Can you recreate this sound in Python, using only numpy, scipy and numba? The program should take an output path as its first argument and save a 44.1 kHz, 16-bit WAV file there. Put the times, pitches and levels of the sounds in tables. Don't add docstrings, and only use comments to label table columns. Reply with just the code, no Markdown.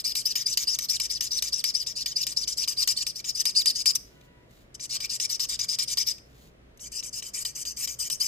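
import sys
import numpy as np
from scipy import signal
from scipy.fft import rfft, irfft, next_fast_len
from scipy.io import wavfile
from numba import njit

SR = 44100
rng = np.random.default_rng(int(sys.argv[2]) if len(sys.argv) > 2 else 0)


def ratio(d):
    e = np.asarray(d, float) / 20
    return 10 ** e


def dump_mix(stems):
    frames = np.atleast_2d(stems).T
    limited = np.clip(frames, -1, 1)
    pcm = np.round(limited * 32767).astype(np.int16)
    wavfile.write(sys.argv[1], SR, pcm)


N = 364707

# pitch_hz, density_db (per Hz)
HUM = [(20, -19), (35, 1.5), (45, -4), (58, 9), (72, -3), (100, -8.5), (121, 4), (150, -3.5), (190, -5),
       (250, -6), (620, -9), (800, -18), (2000, -18), (16000, -46)]
# pitch_hz, likeness (-1 to 1)
LIKENESS = [(60, 0.97), (180, 0.9), (550, -0.04), (1650, -0.48), (4970, -0.48), (15000, 0.048)]
HUM_DB = -56
ROOM_T60_S, ROOM_DB = 0.32, -16.5
# pitch_hz, left_louder_db, left_lead_rad (beyond the lag), other_spot_share (0-1)
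PORTS = [(1000, 1, .8, .5), (2300, 5, 1.5, .6), (3000, 1, 1.3, .5), (3900, -6, .6, .5), (4600, -3, -.3, .3),
         (4950, 9, -2.4, .4), (5450, 8, -2, .5), (5900, 5, .3, .4), (6400, 5, -.7, .5), (6900, -5, 0, .7),
         (8300, 9, -2, .7), (8900, 0, -.5, .5), (9300, 5, -.8, .6), (15000, 0, -1, .8)]
PORT_LAG_S = 13 / 44100

# start_s, pitch_hz, level_db, overtones_db
WHINE = [
    (4.1, 978, -88, 0),
    (4.16, 985, -70, 0),
    (4.28, 978, -69, -2),
    (4.4, 972, -68, -14),
    (4.5, 978, -73, -16),
    (4.54, 978, -90, -16),
]
# multiple, level_db
WHINE_ORDERS = [(1, -1), (1.5, 0), (2, 0), (3, 2), (4, -5)]
# start_s, level_db
BRUSH = [
    [(4.0, -63), (4.2, -67.5), (4.26, -65), (4.3, -79), (4.48, -79), (4.52, -64), (4.62, -63), (4.68, -82),
     (4.74, -87)],
    [(6.13, -48), (6.2, -89), (6.25, -71), (6.33, -65.5), (6.42, -59.5), (6.48, -61.5), (6.53, -80),
     (6.79, -111)],
]
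# pitch_hz, density_db (per Hz)
SKIN = [(600, -50.5), (1200, -26), (3000, -11), (6000, -8.5), (9000, -15.5), (13000, -13), (15500, -13.5)]
# start_s, crack_db, thump_db
TICKS = [
    (4.211, -53, -54),
    (4.2452, -71, -68.5),
    (4.5082, -53, -62),
    (6.1816, -43.5, -49.5),
    (6.774, -46.5, -69),
]

# pitch_hz, width_hz, level_db
SHEET = [(1143, 160, -23), (1622, 100, -32.5), (1872, 65, -22), (2335, 117, -17), (2893, 520, -20),
         (3063, 110, -14)]
NIB = [(4400, 240, -9.5), (4971, 82, 4), (5400, 570, -4)]
FELT = [(6730, 460, -12.5), (7880, 1850, -12.5), (8638, 660, -10.5), (6196, 625, -7.5)]
EDGE = [(10200, 360, -30.5), (11280, 700, -18.5), (12460, 1400, -12.5), (14640, 210, -21)]
# pitch_hz, width_hz, level_db
SHOULDER = [(3720, 530, -24.5)]
# start_s, tilt (0-1), pressure_db
GRIP = [
    (0, 0.12, 5),
    (1.8, 0.03, 0.5),
    (2.7, 0.23, 0.5),
    (3.5, 0.32, -1),
    (4, 0.33, 0.5),
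    (4.8, 0.24, -4.5),
    (6.1, 0.1, -0.5),
    (6.8, 1, -8.5),
    (7.6, 0.95, -1.6),
    (8.27, .95, 3),
]
# upright_db, full_tilt_change_db, pressure_share
PARTS = [(-0.5, -3.5, .3), (0.3, -8, 0.13), (-1.26, 0.5, .1), (-6.5, 0.4, 1), (8, -17, .05)]

# start_s, level_db, swell_db (start to end), slip_rate_hz (full speed),
# squeak_db
OUTWARD = [(.042, -29.5, -4, 4914, -27), (.252, -30.5, -3.5, 5490, -20), (.46, -29, 1, 5726, -20),
           (.671, -30, -2.5, 5410, -20), (.887, -27.5, -3.5, 5210, -26), (1.097, -31.5, -6.5, 5420, -21),
           (1.309, -29, 1.5, 5500, -32.5), (1.524, -30.5, -3.5, 5500, -23), (1.741, -32.5, -5, 5360, -20),
           (1.956, -32, 3, 5210, -29.5), (2.157, -29.5, 5.5, 5440, -21), (2.364, -31.5, -2, 5400, -21),
           (2.571, -27.5, 3, 5185, -24), (2.767, -27, 9.5, 4950, -18.5), (2.965, -26.5, -1, 4582, -30),
           (3.152, -34.5, 2, 5340, -32.5), (3.348, -26.5, 10, 5570, -26.5), (3.55, -25, 0.5, 4900, -13.5),
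           (3.749, -28.5, 2, 5390, -22.5), (3.953, -19, -11.5, 5640, -39),
           (4.745, -42, -19, 5400, -60), (4.894, -26.5, 5.5, 5177, -33), (5.095, -27, -2.5, 4750, -30),
             (5.293, -27, -1, 5500, -30), (5.488, -25.5, -0.5, 5770, -31), (5.684, -27, 1.5, 5690, -22.5),
             (5.877, -27, 2, 5690, -26), (6.064, -27, 0, 5100, -28.5), (6.918, -28.5, 1.5, 7020, -45),
             (7.129, -27, -1, 5940, -34), (7.336, -25, -1.5, 5755, -52), (7.552, -29.5, -2.5, 5650, -37),
             (7.765, -25, 6, 5657, -35), (7.989, -26, -1, 5730, -55), (8.2, -25, 1.5, 5400, -21)]
# start_s, level_db, swell_db, slip_rate_hz, snap_db
FIRST_BACK = [(-.052, -27.5, -7.5, 5450, -60), (0.1525, -30.5, -6, 5070, -20),
              (0.3548, -27.5, -2.5, 5800, -20.5), (0.5729, -27.5, 2.5, 6180, -13.5),
              (0.788, -31.5, 4.5, 5880, -17), (0.999, -29, -1, 5400, -19.5),
              (1.2075, -29.5, -2.5, 6080, -20), (1.423, -29, -1, 5880, -17), (1.6403, -29, -2, 5130, -16),
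              (1.8631, -32.5, -8, 5670, -40), (2.0595, -30.5, -2.5, 5970, -24),
              (2.2672, -31, -0.5, 5660, -19.5), (2.4733, -30, -5.5, 5390, -41.5),
              (2.6758, -29, -2.5, 5550, -25), (2.8745, -23.5, -2.5, 4950, -14),
              (3.0659, -31, -9, 5500, -25), (3.243, -30, 4, 6460, -38.5),
              (3.4538, -26.5, -5.5, 5210, -13.5), (3.6575, -23, 0, 4930, -14),
              (3.8571, -22.5, 2, 4987, -16)]
# start_s, level_db, swell_db, slip_rate_hz, snap_db
LATER_BACK = [(4.796, -35, 5.5, 5200, -45), (5.0029, -27.5, 4.5, 5577, -31.5),
              (5.1995, -25, 0, 6160, -26.5), (5.395, -24, -3.5, 5193, -33),
              (5.591, -25.5, -3.5, 5780, -32.5), (5.7866, -23.5, -4.5, 5350, -27),
              (5.9722, -22.5, -0.5, 5190, -20), (6.794, -35.5, 7, 6410, -64),
              (7.0259, -30, -4.5, 6410, -42), (7.223, -31, 0, 7540, -39), (7.45, -29.5, -13, 6490, -24),
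              (7.652, -30.5, -3.5, 6350, -31.5), (7.874, -31, -6.5, 5950, -26.5),
              (8.0999, -31, -6, 6070, -21.5)]
LIFTS = [
    3.969,
    6.12,
    8.3,
]
CHANGES = [
    2.72,
    4.3,
    6.5,
]
# turn_pause_s, mid_sag_db, slowing_s
MANNER = [
    [(.026, -4.5, 0.022), (.026, -2.5, 0.026)],
    [(.033, -2.5, 0.021), (.034, -1, 0.024)],
    [(.031, 0.5, 0.021), (0.034, -2.5, 0.019)],
    [(.022, 0, .016), (.036, 1.5, 0.025)],
]
# outward_db, return_db
GRAB_DB = [(-1, -7), (-2, -5), (-12, -9), (-13, -11)]
RETURN_SQUEAK_DB = [4.5, 7, -3, -22]
THUMP_DB, THUMP_FOLLOWS = -32.5, 0.53

LOCK_HZ, LOCK_WIDTH_HZ = 4950, 340
LOCK_SHARE, LOCK_PULL = .92, .3
UNLOCKED_DB, LOCK_FADE_DB = -24, -12
WANDER = .025


def rms_one(x):
    return x / np.sqrt(np.mean(x ** 2) + 1e-20)


def in_time(rows, outside=None):
    s, *columns = np.transpose(rows)
    t = np.arange(N) / SR
    return [np.interp(t, s, column, outside, outside) for column in columns]


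def at_hz(points, hz):
    f, value = np.transpose(points)
    return np.interp(np.log(hz + 1), np.log(f + 1), value)


def colour(x, gain):
    size = next_fast_len(N + 4096)
    hz = np.fft.rfftfreq(size, 1 / SR)
    return irfft(rfft(x, size) * gain(hz), size)[..., :N]


def drift(rate_hz):
    r = np.exp(-2 * np.pi * rate_hz / SR)
    noise = rng.standard_normal(N + SR)
    return rms_one(signal.lfilter([1], [1, -2 * r, r * r], noise)[SR:])


def grains(per_s, spread_db):
    sizes = ratio(spread_db * np.minimum(rng.exponential(1, N), 4.0))
    signed = sizes * rng.choice([-1, 1], N)
    return rms_one(signed * (rng.random(N) < per_s / SR))


def resonate(x, modes):
    out = 0
    for k, (hz, width_hz, level_db) in enumerate(modes):
        r = np.exp(-np.pi * width_hz / SR)
        top = (-1) ** k * ratio(level_db) * (1 - r * r) / 2
        poles = [1, -2 * r * np.cos(2 * np.pi * hz / SR), r * r]
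        out = out + signal.lfilter([top, 0, -top], poles, x + 1e-18)
    return out


@njit
def sweep(x, turn, r):
    y = np.zeros(len(x))
    for i in range(2, len(x)):
        drive = (1 - r * r) / 2 * (x[i] - x[i - 2])
        y[i] = drive + 2 * r * np.cos(turn[i]) * y[i - 1] - r * r * y[i - 2]
    return y


def hum():
    def alike(hz):
        return np.clip(at_hz(LIKENESS, hz), -.98, .98)

    mid = colour(rng.standard_normal(N), lambda hz: ratio(at_hz(HUM, hz)) * np.sqrt(1 + alike(hz)))
    side = colour(rng.standard_normal(N), lambda hz: ratio(at_hz(HUM, hz)) * np.sqrt(1 - alike(hz)))
    return ratio(HUM_DB) * np.array([mid + side, mid - side]) / np.std(mid)


def room(x):
    t = np.arange(SR // 2) / SR
    decay = ratio(-60 * t / ROOM_T60_S) * np.clip(t / 0.036, 0, 1)
    tail = rng.standard_normal((2, len(t))) * decay
    tail = tail / np.sqrt(np.sum(tail ** 2) / 2)
    tail = signal.lfilter([.5], [1, -.45], tail)
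    return ratio(ROOM_DB) * signal.fftconvolve(x[None], tail, axes=1)[:, :N]


def ports(near, other):
    louder, lead, own = (np.array(PORTS)[:, [0, k]] for k in (1, 2, 3))

    def shared(hz):
        late = np.exp(-1j * (at_hz(lead, hz) + 2 * np.pi * hz * PORT_LAG_S))
        return ratio(-at_hz(louder, hz)) * late * np.sqrt(1 - at_hz(own, hz) ** 2)

    elsewhere = colour(other, lambda hz: ratio(-at_hz(louder, hz)) * at_hz(own, hz))
    return np.array([near, colour(near, shared) + elsewhere])


def whine():
    hz, _, overtones_db = in_time(WHINE)
    phase = np.cumsum(hz * (1 + 0.00069 * drift(36.2))) * 2 * np.pi / SR
    stack = 0
    for multiple, level_db in WHINE_ORDERS:
        fades = multiple not in (1, 2)
        stack = stack + ratio(level_db + fades * overtones_db) * np.sin(multiple * phase)
    level_db = in_time(WHINE, outside=-200)[1]
    return ratio(level_db + 3.0 * drift(25)) * stack


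def brush():
    level = sum(ratio(in_time(rows, outside=-200)[0]) for rows in BRUSH)
    rub = colour(grains(15000, spread_db=7.0), lambda hz: ratio(at_hz(SKIN, hz)))
    return level * rms_one(rub)


def knocks(rows, decay_s, crack_db, thump_db):
    s, *levels_db = np.transpose(rows)
    burst = np.zeros((2, N))
    burst[:, np.round(s * SR).astype(int)] = ratio(levels_db)
    dying = signal.lfilter([1], [1, -np.exp(-1 / (decay_s * SR))], burst)
    crack, thump = dying * grains(14000, spread_db=-1.5)
    bright = resonate(crack, FELT + EDGE) + ratio(-18.5) * resonate(crack, NIB)
    return ratio(thump_db) * resonate(thump, SHEET + SHOULDER) + ratio(crack_db) * bright


def snaps():
    return [(s, snap_db, THUMP_DB + THUMP_FOLLOWS * (snap_db + 21.5))
            for s, *_, snap_db in FIRST_BACK + LATER_BACK if s > 0]


def strokes():
    force, slip_hz = np.zeros(N), np.full(N, 3000.)
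    grab, squeak = np.ones(N), np.zeros(N)
    outward = [(*row, False) for row in OUTWARD]
    back = [(*row, True) for row in FIRST_BACK + LATER_BACK]
    rows = sorted(outward + back)
    next_starts = [row[0] for row in rows[1:]] + [np.inf]
    for (s, mean_db, swell_db, top_hz, accent_db, snapped), next_s in zip(rows, next_starts):
        passage, manner = np.searchsorted(LIFTS, s), np.searchsorted(CHANGES, s)
        pause_s, sag_db, slowing_s = MANNER[manner][snapped]
        length = min(next_s - pause_s, LIFTS[passage]) - s
        if snapped:
            first, rise_s = s - .001, np.clip(0.0032 * ratio(-33.5 - accent_db), .001, .01)
            squeak_db = mean_db + RETURN_SQUEAK_DB[manner]
        else:
            first, rise_s = s - .004, .012
            squeak_db = accent_db
        i = np.arange(max(round(first * SR), 0), min(round((s + length + 0.0081) * SR), N))
        u = (i / SR - s) / length
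        rise = np.clip((i / SR - first) / rise_s, 0, 1)
        fall = np.clip((s + length + 0.015 - i / SR) / slowing_s, 0, 1)
        level_db = mean_db + np.interp(u, [.2, .5, .82], [-swell_db / 2, sag_db, swell_db / 2])
        force[i] = ratio(level_db) * rise * fall ** 2.28
        slip_hz[i] = 1.08 * top_hz * np.sin(np.pi * np.clip(.12 + .86 * u, .03, .97)) ** 0.244
        grab[i] = ratio(GRAB_DB[manner][snapped]) * np.interp(u, [.75, 1], [1, .25])
        squeak[i] = ratio(squeak_db + LOCK_FADE_DB * u) * rise * fall
    return force, slip_hz, grab, squeak


def shares():
    tilt, pressure_db = in_time(GRIP)
    return [upright_db + tilted_db * tilt + follows * pressure_db
            for upright_db, tilted_db, follows in PARTS]


def wavering(drive, modes):
    return sum(ratio(4.26 * drift(17.2)) * (-1) ** k * resonate(drive, [mode])
               for k, mode in enumerate(modes))


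def pen(drive):
    levels_db = shares()
    sheet, nib, felt, edge = (ratio(level_db) * wavering(drive, modes)
                              for level_db, modes in zip(levels_db, (SHEET, NIB, FELT, EDGE)))
    small = signal.butter(10, 4500, "high", fs=SR, output="sos")
    flat = signal.butter(8, 3250, fs=SR, output="sos")
    shoulder = ratio(levels_db[4]) * resonate(drive, SHOULDER)
    return signal.sosfilt(flat, sheet) + shoulder + signal.sosfilt(small, nib + felt + edge)


def friction(force, slip_hz, grab):
    catches = force * ratio(0.52 * drift(120)) * grains(12000, spread_db=1.5)
    turn = 2 * np.pi * slip_hz * (1 + .025 * drift(150)) / SR
    octave_turn = np.minimum(2 * turn, 3)
    r = np.exp(-np.pi * 350 / SR)
    band = sweep(sweep(catches, turn, r), turn, r)
    slip = resonate(band, [(5100, 3600, 0.94)])
    octave = sweep(sweep(catches, octave_turn, r * r), octave_turn, r * r)
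    slip_level = grab * ratio(15.0 + shares()[4])
    return ratio(13.5) * pen(catches) + slip_level * (slip + ratio(-24.0) * octave)


def squeaks(slip_hz, squeak, wander):
    speed_wander, level_wander = wander
    waver = drift(215)
    flutter = ratio(2 * drift(210) + 0.84 * level_wander)
    free_hz = LOCK_SHARE * slip_hz * (1 + WANDER * speed_wander)
    lock = np.exp(-((free_hz - LOCK_HZ) / LOCK_WIDTH_HZ) ** 2)
    hz = free_hz + LOCK_PULL * np.sqrt(lock) * (LOCK_HZ - free_hz)
    phase = np.cumsum(hz * (1 + 0.018 * waver)) * 2 * np.pi / SR
    level = ratio(4.5) * squeak * (lock + ratio(UNLOCKED_DB)) * flutter
    tone = level * np.sin(phase)
    octave = level * np.sin(2 * phase + 2 * np.roll(waver, 900)) * np.roll(flutter, 400)
    return tone + resonate(octave, [(9100, 180, -2.5), (11350, 520, -23.5)])


def contact(force, slip_hz, grab):
    flips = knocks(snaps(), decay_s=0.0042, crack_db=16, thump_db=36.0)
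    return friction(force, slip_hz, grab) + flips + brush()


def scene():
    force, slip_hz, grab, squeak = strokes()
    wander = drift(24.86), drift(26.7)
    ticks = knocks(TICKS, decay_s=0.005, crack_db=15.5, thump_db=34.0)
    near = contact(force, slip_hz, grab) + squeaks(slip_hz, squeak, wander) + ticks
    other = contact(force, slip_hz, grab) + squeaks(slip_hz, squeak, wander)
    far = whine()
    return ports(near, other) + room(near) + [far, np.roll(far, 6)] + hum()


def roll_off(x):
    return signal.sosfilt(signal.butter(12, 16520, fs=SR, output="sos"), x)


def record(dry):
    rounded = .7 * np.tanh(dry / .7)
    low_pass = signal.cheby2(10, 30, 15950, fs=SR, output="sos")
    return roll_off(signal.sosfilt(low_pass, rounded))


dry = scene()
out = record(dry)
dump_mix(out)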